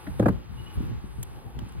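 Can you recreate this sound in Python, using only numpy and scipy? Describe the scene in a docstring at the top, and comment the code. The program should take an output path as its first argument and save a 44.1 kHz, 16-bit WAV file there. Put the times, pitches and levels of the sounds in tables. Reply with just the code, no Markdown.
"""A cardboard box is set down on a wooden table outdoors: after a light tap, its edges slap the wood one
after another (shaped noise) and its hollow panels boom (decaying modes). Fingers slide as grainy noise and
bump the box softly as they feel for the tear strip; a nail snaps at the tab in short noise bursts.
A light wind buffets the microphone ports as uneven low noise, over a faint outdoor hush of steady noise
with a distant swell, and a far bird chirps in gliding sines with echoes."""
import sys
import numpy as np
from scipy import signal
from scipy.fft import rfft, irfft, next_fast_len
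from scipy.io import wavfile
from scipy.ndimage import map_coordinates

SR = 44100
rng = np.random.default_rng(int(sys.argv[2]) if len(sys.argv) > 2 else 0)


def store_wav(level_fs):
    """Save 16-bit WAV to argv[1]."""
    pcm = np.round(np.clip(np.atleast_2d(level_fs), -1, 1) * 32767)
    wavfile.write(sys.argv[1], SR, pcm.T.astype(np.int16))


N = 79380  # samples, 1.8 s


def amp(db):
    """Logarithmic level: decibels to linear gain."""
    return 10 ** (np.asarray(db) / 20)


def unit(x):
    """Power normalization: scale to rms 1."""
    return x / np.sqrt(np.mean(x ** 2) + 1e-20)


def along(points, hz):
    """Logarithmic pitch: interpolate (Hz, value) points on a log-frequency axis."""
    point_hz, values = np.transpose(points)
    return np.interp(np.log(hz + 1), np.log(point_hz + 1), values)


def tilted(spectrum, db_per_octave, centre_hz):
    """Spectral tilt: brighten or darken (Hz, dB) points about a centre frequency."""
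    return [(hz, db + db_per_octave * np.log2(hz / centre_hz)) for hz, db in spectrum]


def since(s):
    """Causality: seconds elapsed after s, zero before."""
    return np.maximum(np.arange(N) / SR - s, 0)


def curve(rows):
    """Slow modulation: (s, value) points interpolated to one value per sample."""
    return np.interp(since(0), *np.transpose(rows))


def wobble(rate):
    """Random modulation: a smooth curve through random knots, rate of them a second."""
    return map_coordinates(rng.standard_normal(1024), [since(0) * rate], mode="mirror")


def filtered(x, response):
    """Linear filtering: multiply the spectrum of x by a response of frequency."""
    size = next_fast_len(N + SR // 2)
    spectrum = rfft(x, size) * response(np.fft.rfftfreq(size, 1 / SR))
    return irfft(spectrum, size)[..., :N]


def noise(spectrum, alike):
    """Interchannel coherence: coloured stereo noise of rms 1 whose mid-side balance sets the likeness."""
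    def mid_side_gains(hz):
        angle = np.arccos(np.clip(along(alike, hz), -1, 1)) / 2
        return amp(along(spectrum, hz)) * [np.cos(angle), np.sin(angle)]

    mid, side = filtered(rng.standard_normal((2, N)), mid_side_gains)
    return unit(np.array([mid + side, mid - side]))


def burst(s, rise, hold, t60):
    """Transient envelope of one contact: linear rise, hold, exponential decay."""
    return np.minimum(since(s) / rise, 1) * amp(-60 * since(s + rise + hold) / t60)


def ring(modes, s, soft_hz, scatter_db=2.2):
    """Modal superposition: decaying sines after a contact at s; a soft contact spares the high modes."""
    t = since(s)
    out = np.zeros(N)
    for hz, db, t60 in modes:
        decay = amp(db + scatter_db * rng.standard_normal() - 60 * t / t60)
        build_up = 1 - np.exp(-t * hz)  # time constant of one cycle, so low modes build more slowly
        out += decay * build_up * np.sin(2 * np.pi * hz * t) / (1 + (hz / soft_hz) ** 2)
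    return out


def echo(x, decay):
    """Diffuse reverberation: convolve with stereo noise whose decay time depends on frequency."""
    hz, t, cells = signal.stft(rng.standard_normal((2, SR // 2)), SR, nperseg=256)
    fading = cells * amp(-60 * t / along(decay, hz)[:, None])
    tail = signal.istft(fading, SR, nperseg=256)[1]
    delayed = np.pad(x, (300, 0))[None]  # reflections start 300 samples late
    return signal.fftconvolve(delayed, tail / np.linalg.norm(tail[0]), axes=1)[:, :N]


# Steady outdoor air. Each row: frequency in Hz, relative level in dB.
HUSH_SPECTRUM = [(40, 12.5), (150, -8.5), (270, -6), (345, 9), (410, -3.5), (480, -1.5), (620, -10),
                 (860, 2.5), (1000, -1.5), (1130, -0.5), (1500, -4), (2100, -8.5), (3100, -10), (4300, -15),
                 (6500, -21.5), (10500, -33), (13000, -29), (16000, -29)]
# Stereo width of the air. Each row: frequency in Hz, left-right likeness as a ratio.
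HUSH_LIKENESS = [(200, 0.074), (500, 0.12), (900, 0.037), (2000, 0.046), (3200, 0.95), (4500, 0.94),
                 (6000, 1)]
# Strength of the air. Each row: time in seconds, level in dB.
HUSH_LEVEL_CURVE = [(0, -47.5), (.45, -50.5), (.9, -48.5), (1.4, -51), (1.8, -48)]
# Colour of a distant swell, likely traffic. Each row: frequency in Hz, relative level in dB.
ROAR_SPECTRUM = [(200, -1), (480, -3), (610, -8), (760, -3), (860, 5.5), (1000, -17.5), (1120, -6),
                 (1500, -48), (3000, -50)]
# Strength of the swell. Each row: time in seconds, level in dB.
ROAR_LEVEL_CURVE = [(0, -54), (.5, -62), (1.15, -61.5), (1.4, -50), (1.6, -53), (1.8, -66)]


def hush():
    """Incoherent summation: neighbourhood air and a far swell as two independent, slowly wavering noises."""
    air_level = amp(curve(HUSH_LEVEL_CURVE) + 1.6 * wobble(8.0))
    roar_level = amp(curve(ROAR_LEVEL_CURVE) + 0.36 * wobble(3.8))
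    air = air_level * noise(HUSH_SPECTRUM, HUSH_LIKENESS)
    return air + roar_level * noise(ROAR_SPECTRUM, [(500, 1.0), (900, 0.25)])


# Reverberation of the yard. Each row: frequency in Hz, time to fall 60 dB in seconds.
YARD_DECAY = [(80, 0.38), (400, 0.49), (1500, 0.16), (10000, 0.024)]


def yard(knocks, level_db=-24):
    """Frequency-dependent absorption: the yard returns the knocks as a faint tail whose treble dies first."""
    return amp(level_db) * echo(knocks.mean(0), YARD_DECAY)


# Bird notes. Each row: start in seconds, length in seconds, start frequency in Hz, end frequency in Hz,
# level in dB.
CHIRP_NOTES = [(0.57, 0.053, 2847, 2940, -50), (0.659, 0.026, 2880, 2950, -46),
               (0.692, 0.025, 3050, 2875, -55)]


def bird(echo_db=-4):
    """Frequency modulation: thin gliding sines, with diffuse echoes that arrive from all sides."""
    song = np.zeros(N)
    for s, length, start_hz, end_hz, db in CHIRP_NOTES:
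        progress = np.minimum(since(s) / length, 1)
        pitch_hz = start_hz + (end_hz - start_hz) * progress
        song += amp(db) * np.sin(np.pi * progress) * np.sin(2 * np.pi * np.cumsum(pitch_hz) / SR)
    return song + amp(echo_db) * echo(song, [(3000, 0.66)])


# Strength of the buffeting. Each row: time in seconds, level in dB.
WIND_LEVEL_CURVE = [(0, -47.5), (.1, -32.5), (.135, -34.5), (.19, -34.5), (.295, -26), (.324, -30),
                    (.37, -31), (.438, -47), (.5, -40), (.574, -35), (.68, -39.5), (.74, -44), (.778, -27),
                    (.85, -27.5), (.95, -30.5), (1.014, -41.5), (1.048, -37), (1.134, -40), (1.2, -34.5),
                    (1.28, -41.5), (1.372, -39.5), (1.426, -52), (1.466, -33.5), (1.53, -48.5),
                    (1.574, -30.5), (1.65, -36), (1.736, -42.5), (1.8, -30)]
# Colour of the buffeting. Each row: frequency in Hz, relative level in dB.
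BUFFET_SPECTRUM = [(20, -9), (35, -38), (52, -1), (85, -8), (120, -6.5), (180, -14.5), (300, -25.5),
                   (450, -29.5), (800, -50), (2000, -102.5)]


def wind(lump_db=2.0, lean_db=1.5):
    """Turbulent pressure fluctuation: eddies thump the ports with lumps of their own, stronger at the left."""
    lumps = amp(lump_db * np.array([wobble(45.03), wobble(44.73)]))
    # negative likeness: the ports tend to move oppositely
    buffeting = unit(lumps * noise(BUFFET_SPECTRUM, [(50, -0.38), (300, -0.68)]))
    return amp(curve(WIND_LEVEL_CURVE)) * buffeting * amp([[lean_db], [-lean_db]])


# Fingers sliding on the cardboard. Each row: middle in seconds, half length in seconds (one standard
# deviation of the stroke), level in dB, brightness in dB per octave.
SLIDE_STROKES = [(0.082, 0.2, -61.5, 6), (0.277, 0.007, -55.5, -5), (.62, 0.086, -65, 5),
                 (0.749, 0.017, -57.5, 8), (0.842, 0.047, -64, 7), (1.18, 0.14, -63.5, -5),
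                 (1.42, 0.14, -67.5, 10), (1.692, 0.0047, -54, -22), (1.72, 0.083, -68, -4)]
# Hiss of skin on paper before tilting. Each row: frequency in Hz, relative level in dB.
SKIN_SPECTRUM = [(3000, -22), (7000, -4), (8500, 13.5), (10300, 12), (12000, 6), (15200, -3), (16200, -22)]


def fingers(grain_db=2.0):
    """Friction noise: skin hisses over the paper fibres in soft bell-shaped strokes with a fine random grain."""
    out = np.zeros((2, N))
    for s, half, db, tilt in SLIDE_STROKES:
        stroke = np.exp(-((since(0) - s) / half) ** 2 / 2)
        out += amp(db) * stroke * noise(tilted(SKIN_SPECTRUM, tilt, 10500), [(7000, 1.0)])
    return out * unit(amp(grain_db * wobble(680)))


# Nail and fingertip ticks on the cardboard. Each row: start in seconds, snap level in dB,
# board knock level in dB, hold in seconds, time to fall 60 dB in seconds.
TICK_CONTACTS = [(1.229, -30, -43, 0.0001, 0.0072), (1.231, -31, -61, 0.00013, 0.0076),
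                 (1.2343, -35, -49, .0003, 0.0073), (1.5895, -57, -42.5, 0.0015, 0.029),
                 (1.7232, -53, -49, 0.0008, 0.0074)]
# Bright snap. Each row: frequency in Hz, relative level in dB.
SNAP_SPECTRUM = [(500, -27), (3400, -1.5), (4800, -21), (6800, 5.5), (9000, 4.5), (12000, 1), (14500, 2),
                 (16500, -3.5)]
# Dry knock of the board. Each row: frequency in Hz, relative level in dB.
BOARD_SPECTRUM = [(200, -25), (650, 6), (1100, 4.5), (1700, 1), (2500, -10), (3150, 8.5), (3700, -9.5),
                  (4400, -9), (5200, -6), (12000, -18.5)]
# Stereo width of snap and knock. Each row: frequency in Hz, left-right likeness as a ratio.
TICK_LIKENESS = [(1000, 0.081), (3000, 0.29), (6000, 0.86)]


def ticks():
    """Impulsive excitation: tiny bright snaps as a nail catches the tab, each with a dry knock of the board."""
    snap, knock = noise(SNAP_SPECTRUM, TICK_LIKENESS), noise(BOARD_SPECTRUM, TICK_LIKENESS)
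    out = np.zeros((2, N))
    for s, snap_db, knock_db, hold, t60 in TICK_CONTACTS:
        out += burst(s, 0.00026, hold, t60) * (amp(snap_db) * snap + amp(knock_db) * knock)
    return out


# Modes of the box on the table, before stiffening or damping by the hand. Each row: frequency in Hz,
# relative level in dB, time to fall 60 dB in seconds.
BOX_MODES = [(77.6, -26, 0.24), (115.6, -8.5, 0.11), (196, -16.5, 0.081), (213, -8, 0.092),
             (241.3, -6.5, 0.076), (292, -4, .048), (378.3, -25.5, 0.18), (496, -25.5, 0.08),
             (540.4, -11, 0.036), (670, -26.5, 0.055), (791, -30, 0.08), (1198, -41, 0.2),
             (1627, -37, 0.13)]


def box_boom(s, soft_hz, stiffening=1):
    """Modal resonance: the hollow box sounds its modes, all shifted by one stiffness-dependent pitch ratio."""
    modes = [(hz * stiffening, db, t60) for hz, db, t60 in BOX_MODES]
    return ring(modes, s, soft_hz)


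# Fingers bumping the box as they take hold. Each row: start in seconds, level in dB, frequency in Hz
# above which the soft contact excites little, level in dB of the dull push on the table.
BUMP_CONTACTS = [(0.547, -18.5, 80, -41), (0.574, -20, 85, -29), (0.767, -31, 60.5, -17),
                 (0.804, -14.5, 253, -35), (0.827, -18.5, 220, -30), (0.878, -23.5, 258, -35),
                 (0.914, -17.5, 300, -32), (1.04, -15, 150, -28), (1.182, -18.5, 121, -39),
                 (1.455, -12, 59.6, -27), (1.567, -16, 107, -29.5), (1.618, -10, 105, -20),
                 (1.664, -16, 120, -38)]
# Low modes of the table top. Each row: frequency in Hz, relative level in dB, time to fall 60 dB in seconds.
TABLE_MODES = [(59.4, -1.5, 0.084), (111, -14, 0.14)]


def bumps(grip_t60=0.12):
    """Contact damping: soft fingertips thud and stay on the panels; their push passes on into the table."""
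    out = np.zeros(N)
    for s, db, soft_hz, push_db in BUMP_CONTACTS:
        grip = amp(db - 60 * since(s) / grip_t60)  # extra decay on top of that of the modes
        out += grip * box_boom(s, soft_hz)
        out += amp(push_db) * ring(TABLE_MODES, s, 400)
    return out


# A light tap on the box while held clear of the table. Each row: start in seconds, ring level in dB,
# rub level in dB.
TAP_CONTACTS = [(0.0668, -24.5, -38.5)]
# Modes of the freely hanging panels. Each row: frequency in Hz, relative level in dB,
# time to fall 60 dB in seconds.
PANEL_MODES = [(195, -5.5, 0.12), (289, 5, 0.057), (643, -14, 0.1), (920, -32, .07), (1390, -18, 0.044)]
# Rub of the touch. Each row: frequency in Hz, relative level in dB.
RUB_SPECTRUM = [(400, 4.5), (900, -15), (1400, 1.5), (2000, 2), (2700, -18.5), (4000, -17), (8000, -60)]
TAP_LAG_S = 0.0059  # the panels answer just after the touch


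def taps():
    """Free vibration: after a brief soft rub the hanging panels ring with a clear papery tone."""
    out = np.zeros((2, N))
    for s, ring_db, rub_db in TAP_CONTACTS:
        out += amp(ring_db) * ring(PANEL_MODES, s + TAP_LAG_S, 5000)
        rub = burst(s, rise=.002, hold=.003, t60=.05) * noise(RUB_SPECTRUM, [(1000, 0.11)])
        out += amp(rub_db) * rub
    return out


# Box edges meeting the table. Each row: start in seconds, boom level in dB, boom lag in seconds,
# panel stiffening as a pitch ratio, slap level in dB, slap brightness in dB per octave,
# scuff level in dB, crack level in dB.
EDGE_BLOWS = [(0.1947, -4, 0.00422, 1.01, -22, -9, -39.5, -40.5),
              (0.2246, -7.5, 0.00055, 1.01, -31.5, 1.5, -66, -68),
              (0.2570, -3, 0.00577, 1.03, -18, -0.5, -52, -64), (0.2821, -7, .0105, 0.88, -23, 2, -47, -56)]
# Slap on the wood before tilting. Each row: frequency in Hz, relative level in dB.
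SLAP_SPECTRUM = [(60, -32), (200, -9.5), (400, 3), (650, 7.5), (1000, -0.5), (1190, -1), (1400, -3.5),
                 (1660, -5.5), (1790, -17.5), (1950, -10.5), (2180, -28), (2380, -16.5), (3000, -35),
                 (5000, -34.5), (16000, -44)]
# Scuff along the wood. Each row: frequency in Hz, relative level in dB.
SCUFF_SPECTRUM = [(300, 9), (1800, 13), (3700, 2.5), (5500, -4), (8000, 2), (11000, 2.5), (16000, -23)]
# Stereo width of slap and scuff. Each row: frequency in Hz, left-right likeness as a ratio.
SLAP_LIKENESS = [(150, 0.45), (450, 1), (750, -0.45), (1200, -0.071), (2000, 0.089), (4000, 1),
                 (6500, 0.97)]
# Crack of the stiff paper liner. Each row: frequency in Hz, relative level in dB.
CRACK_SPECTRUM = [(1200, 0.5), (1800, 11), (2500, -3), (3100, -14), (3500, 11), (3950, -1), (4300, -21),
                  (8000, -25)]


def box(edge_soft_hz=4000):
    """Impact excitation: each edge cracks, slaps and scuffs, then the box booms at a pitch set by stiffness."""
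    out = np.zeros((2, N))
    for s, boom_db, lag, stiffening, slap_db, tilt, scuff_db, crack_db in EDGE_BLOWS:
        slap = noise(tilted(SLAP_SPECTRUM, tilt, 1000), SLAP_LIKENESS)
        scuff = noise(SCUFF_SPECTRUM, SLAP_LIKENESS)
        crack = noise(CRACK_SPECTRUM, [(3500, 0.57)])
        out += amp(boom_db) * box_boom(s + lag, edge_soft_hz, stiffening)
        out += amp(slap_db) * burst(s, rise=.0025, hold=.004, t60=.038) * slap
        out += amp(scuff_db) * burst(s, rise=.001, hold=.004, t60=.036) * scuff
        out += amp(crack_db) * burst(s, rise=.00057, hold=.004, t60=.025) * crack
    return out


def scene():
    """Superposition: box and hands close by, in open air with the yard's reflections."""
    background = hush() + bird() + wind()
    knocks = taps() + box() + bumps()
    return background + yard(knocks) + fingers() + ticks() + knocks


PORT_LAG_S = 7.8e-5  # the left port hears everything a little later
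LOW_CUT_HZ, TOP_HZ = 32, 16300


def record(dry):
    """Interaural-style delay: two ports a short lag apart, a second-order low cut and a sharp band limit."""
    def response(hz):
        p = 1j * hz / LOW_CUT_HZ
        low_cut = p * p / (p * p + np.sqrt(2) * p + 1)
        # half the lag each way: left later, right earlier
        ports = np.exp(1j * np.pi * hz * PORT_LAG_S * np.array([[-1], [1]]))
        return low_cut * ports * (hz < TOP_HZ)

    return filtered(dry, response)


dry = scene()
out = record(dry)
store_wav(out)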